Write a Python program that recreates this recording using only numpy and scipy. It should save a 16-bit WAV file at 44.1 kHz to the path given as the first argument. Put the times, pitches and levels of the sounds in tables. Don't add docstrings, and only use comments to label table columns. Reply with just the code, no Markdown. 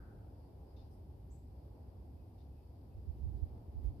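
import sys
import numpy as np
from scipy import signal
from scipy.fft import rfft, irfft
from scipy.io import wavfile
from scipy.ndimage import uniform_filter1d, map_coordinates

SR = 44100
rng = np.random.default_rng(int(sys.argv[2]) if len(sys.argv) > 2 else 0)


def master_out(mix):
    frames = np.transpose(np.atleast_2d(mix))
    ceiling = np.clip(frames, -1, 1)
    pcm = np.round(ceiling * 32767).astype(np.int16)
    wavfile.write(sys.argv[1], SR, pcm)


N = 176400
T = np.arange(N) / SR


def amp(db):
    return 10 ** (np.asarray(db) / 20)


def unit(x):
    return x / np.sqrt(np.mean(x ** 2) + 1e-20)


def along(points, hz):
    f, v = np.transpose(points)
    return np.interp(np.log(hz + 1), np.log(f + 1), v)


def curve(rows):
    return np.interp(T, *np.transpose(rows))


def wobble(rate):
    return map_coordinates(rng.standard_normal(4096), [T * rate + 2], mode="mirror")


def pan(db):
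    return unit(amp(np.array([[db], [-db]]) / 2))


def rush(spectrum, alike=((1, 0),)):
    hz = np.fft.rfftfreq(N, 1 / SR)
    fade_above = 1 / (1 + (hz / spectrum[-1][0] / 1.2) ** 12)
    fade_below = 1 / (1 + (spectrum[0][0] / 1.2 / (hz + 1)) ** 6)
    colour = fade_above * fade_below * amp(along(spectrum, hz))
    spread = np.arccos(np.clip(along(alike, hz), -1, 1)) / 2
    white = rfft(rng.standard_normal((2, N)))
    mid, side = irfft(white * colour * [np.cos(spread), np.sin(spread)], N)
    return unit(np.array([mid + side, mid - side]))


def steadied(x, span_s):
    power = np.mean(np.abs(signal.hilbert(np.atleast_2d(x))) ** 2, axis=0)
    slow_power = uniform_filter1d(power, max(1, int(span_s * SR)))
    return unit(x / np.sqrt(np.abs(slow_power) + 1e-9))


def burst(start, attack, hold, t60):
    return np.clip((T - start) / attack, 0, 1) * amp(-60 * np.maximum(T - start - hold, 0) / t60)


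def woods(x, t60=0.34):
    t = T[:SR // 2]
    tail = rng.standard_normal((2, len(t))) * amp(-60 * t / t60) * (1 - np.exp(-t / 0.0035))
    return signal.fftconvolve(x[None], tail / np.linalg.norm(tail[0]), axes=1)[:, :N]


# (frequency [Hz], relative level [dB])
ENGINE_COLOUR = [(12, -56.5), (20, -33), (32, -13.5), (45, -7), (64, 1), (77, -1.5), (100, -6), (135, -12),
                 (180, -18), (260, -18), (400, -25.5), (520, -59)]
TYRE_COLOUR = [(150, -28), (280, -0.5), (360, -2), (470, -3.5), (600, -6.5), (820, -7), (1000, -14.5),
               (1250, -25), (1700, -33), (3000, -40.5)]
# (time [s], relative level [dB])
ENGINE_SWELLS = [(0, -55.5), (.2, -53.5), (.42, -56), (.7, -55), (1.1, -53.5), (1.35, -53), (1.75, -54.5),
                 (2.1, -53), (2.35, -57), (2.48, -52), (2.62, -57), (2.86, -54), (3.1, -52.5), (4, -51.5)]
TYRE_SWELLS = [(0, -67), (.2, -66.5), (.55, -67), (.85, -67.5), (1.4, -70), (1.8, -66.5), (2.2, -68.5),
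               (2.6, -70), (3.3, -67.5), (3.85, -65.5), (4, -68)]
# (frequency [Hz], likeness [-1 to 1])
SIDES_ALIKE = [(60, 0.98), (150, 0.96), (370, 0.71), (910, 0.15), (2250, -0.25), (5580, -0.0),
               (13800, -0.0)]

def traffic():
    rumble = steadied(rush(ENGINE_COLOUR, SIDES_ALIKE), span_s=.25) * amp(curve(ENGINE_SWELLS) + 2)
    tyres = rush(TYRE_COLOUR, SIDES_ALIKE) * amp(curve(TYRE_SWELLS) + 2.5 + 0.74 * wobble(7))
    return rumble + tyres


# (frequency [Hz], relative level [dB])
ECHO_COLOUR = [(800, -20), (1150, -5), (1370, -0.5), (1550, 1), (1700, -9), (1900, -14), (2300, -26)]

def far_call(t60=1.11):
    return rush(ECHO_COLOUR) * amp(-69.5 - 60 * T / t60) * pan(db=2)


# (frequency [Hz], relative level [dB])
HISS_COLOUR = [(500, 3.5), (1500, -2), (2600, -2), (4000, -3.5), (5400, -3), (6100, -11), (7200, -11),
               (9000, -7.5), (12000, -3), (14500, -3)]
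SIZZLE_COLOUR = [(3700, -26.5), (4450, 5), (5100, 2.5), (5900, -36)]

def hiss():
    steady = rush(HISS_COLOUR) * amp(-81.5) * pan(db=1.5)
    sizzle = rush(SIZZLE_COLOUR) * amp(-92 + 1.8 * wobble(9.5)) * pan(db=22.5)
    return steady + sizzle


# (start [s], length [s], pitch [Hz], level [dB])
FAR_WHISTLES = [(.645, .07, 4850, -81), (0.754, .11, 4850, -84), (0.894, 0.062, 5200, -87),
                (2.14, .08, 2520, -87), (2.488, .16, 2560, -88.5), (2.88, 0.098, 2580, -87)]

def far_birds():
    notes = np.zeros(N)
    for start, length, hz, db in FAR_WHISTLES:
        swell = np.sin(np.pi * np.clip((T - start) / length, 0, 1))
        pitch = hz * (1 + .03 * wobble(300))
        notes += amp(db) * swell * np.sin(2 * np.pi * np.cumsum(pitch) / SR)
    return woods(notes) * pan(db=6)


# (start [s], relative level [dB])
CHIP_CALLS = [(0.763, -77.5), (2.378, -85)]
# (frequency [Hz], relative level [dB])
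RASP_COLOUR = [(2000, -24), (2700, -7), (3200, -12), (3650, -5.5), (4150, -4), (5100, -5), (5900, -15),
               (8000, -34)]

def chips():
    rasp_level = sum(amp(db) * burst(s, attack=.0033, hold=.038, t60=.44) for s, db in CHIP_CALLS)
    rasp = rasp_level * rush(RASP_COLOUR) * amp(1.3 * wobble(90))
    note_level = sum(amp(db) * burst(s, attack=.0033, hold=.034, t60=.03) for s, db in CHIP_CALLS)
    pitch_hz = 3660 + 107 * wobble(250)
    note = note_level * np.sin(2 * np.pi * np.cumsum(pitch_hz) / SR)
    return (rasp + amp(-1.5) * (note + .6 * woods(note))) * pan(db=7.5)


# (frequency [Hz], relative level [dB])
HIGH_TICK_COLOUR = [(4000, -25), (5300, 5), (7000, -17), (9000, 1), (12000, -5), (15000, -10)]

def tick():
    return rush(HIGH_TICK_COLOUR) * amp(-82.5) * burst(start=.905, attack=.008, hold=.036, t60=.31)


def chirp(start_s=1.301, length_s=.024, low_hz=5500, high_hz=8150, rise_s=.0085):
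    age = np.clip(T - start_s, 0, length_s)
    progress = age / length_s
    pitch_hz = high_hz + (low_hz - high_hz) * np.exp(-age / rise_s) + 90 * wobble(600)
    swell = amp(-80.5 + 6.4 * progress) * np.abs(np.sin(np.pi * progress)) ** 0.23
    note = swell * np.sin(2 * np.pi * np.cumsum(pitch_hz) / SR)
    return (note + amp(9) * woods(note)) * pan(db=3)


# (time [s], level [dB])
BREEZE_LEVEL = [(0, -74), (2.85, -74.5), (3.1, -56.5), (3.3, -49), (3.5, -55), (3.65, -66.5), (3.85, -44),
                (4, -58.5)]
# (frequency [Hz], relative level [dB])
WIND_COLOUR = [(20, -24.5), (35, -8), (55, 1), (72, 0), (100, -11.5), (150, -17.5), (210, -34.5),
               (400, -44), (800, -48), (2000, -73)]
# (peak time [s], half length [s], level [dB])
SWIRLS = [(2.98, 0.0099, -41), (3.097, 0.012, -33), (3.252, 0.032, -33), (3.352, 0.021, -36.5),
          (3.434, 0.0079, -26.5), (3.775, 0.013, -33.5), (3.869, 0.02, -29)]

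def wind():
    flutter = rush(WIND_COLOUR, alike=[(50, .2)]) * amp(curve(BREEZE_LEVEL) + 1.5 * wobble(12))
    push = sum(amp(db) * np.exp(-((T - peak) / half) ** 2 / 2) for peak, half, db in SWIRLS)
    bass_band = signal.butter(1, [41.3, 106], "bandpass", fs=SR, output="sos")
    churn = steadied(signal.sosfilt(bass_band, rush(WIND_COLOUR)[0]), span_s=0.022)
    muffle = signal.butter(2, 240, fs=SR, output="sos")
    thumps = signal.sosfiltfilt(muffle, push * churn)
    return flutter * pan(db=-1.5) + thumps * np.array([[amp(-23)], [1]])


# (frequency [Hz], relative level [dB])
LEAF_COLOUR = [(2000, 0), (5000, -1.5), (7000, -12), (10000, -8), (13000, -3), (14500, -4)]

def leaves():
    level_db = -58 + 0.55 * curve(BREEZE_LEVEL) + 2.7 * wobble(21)
    return rush(LEAF_COLOUR) * amp(level_db) * pan(db=8)


def scene():
    return traffic() + far_call() + hiss() + far_birds() + chips() + tick() + chirp() + wind() + leaves()


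def record(dry, low_hz=25.9, top_hz=14500):
    from_edge_s = np.minimum(T, T[-1] - T)
    ease = np.sin(np.pi / 2 * np.clip(from_edge_s / .003, 0, 1)) ** 2
    bass_cut = signal.butter(2, low_hz, "highpass", fs=SR, output="sos")
    treble_cut = signal.ellip(10, .05, 60, top_hz, fs=SR, output="sos")
    lighter = signal.sosfiltfilt(bass_cut, dry, padlen=SR // 10)
    return signal.sosfiltfilt(treble_cut, lighter * ease)


dry = scene()
out = record(dry)
master_out(out)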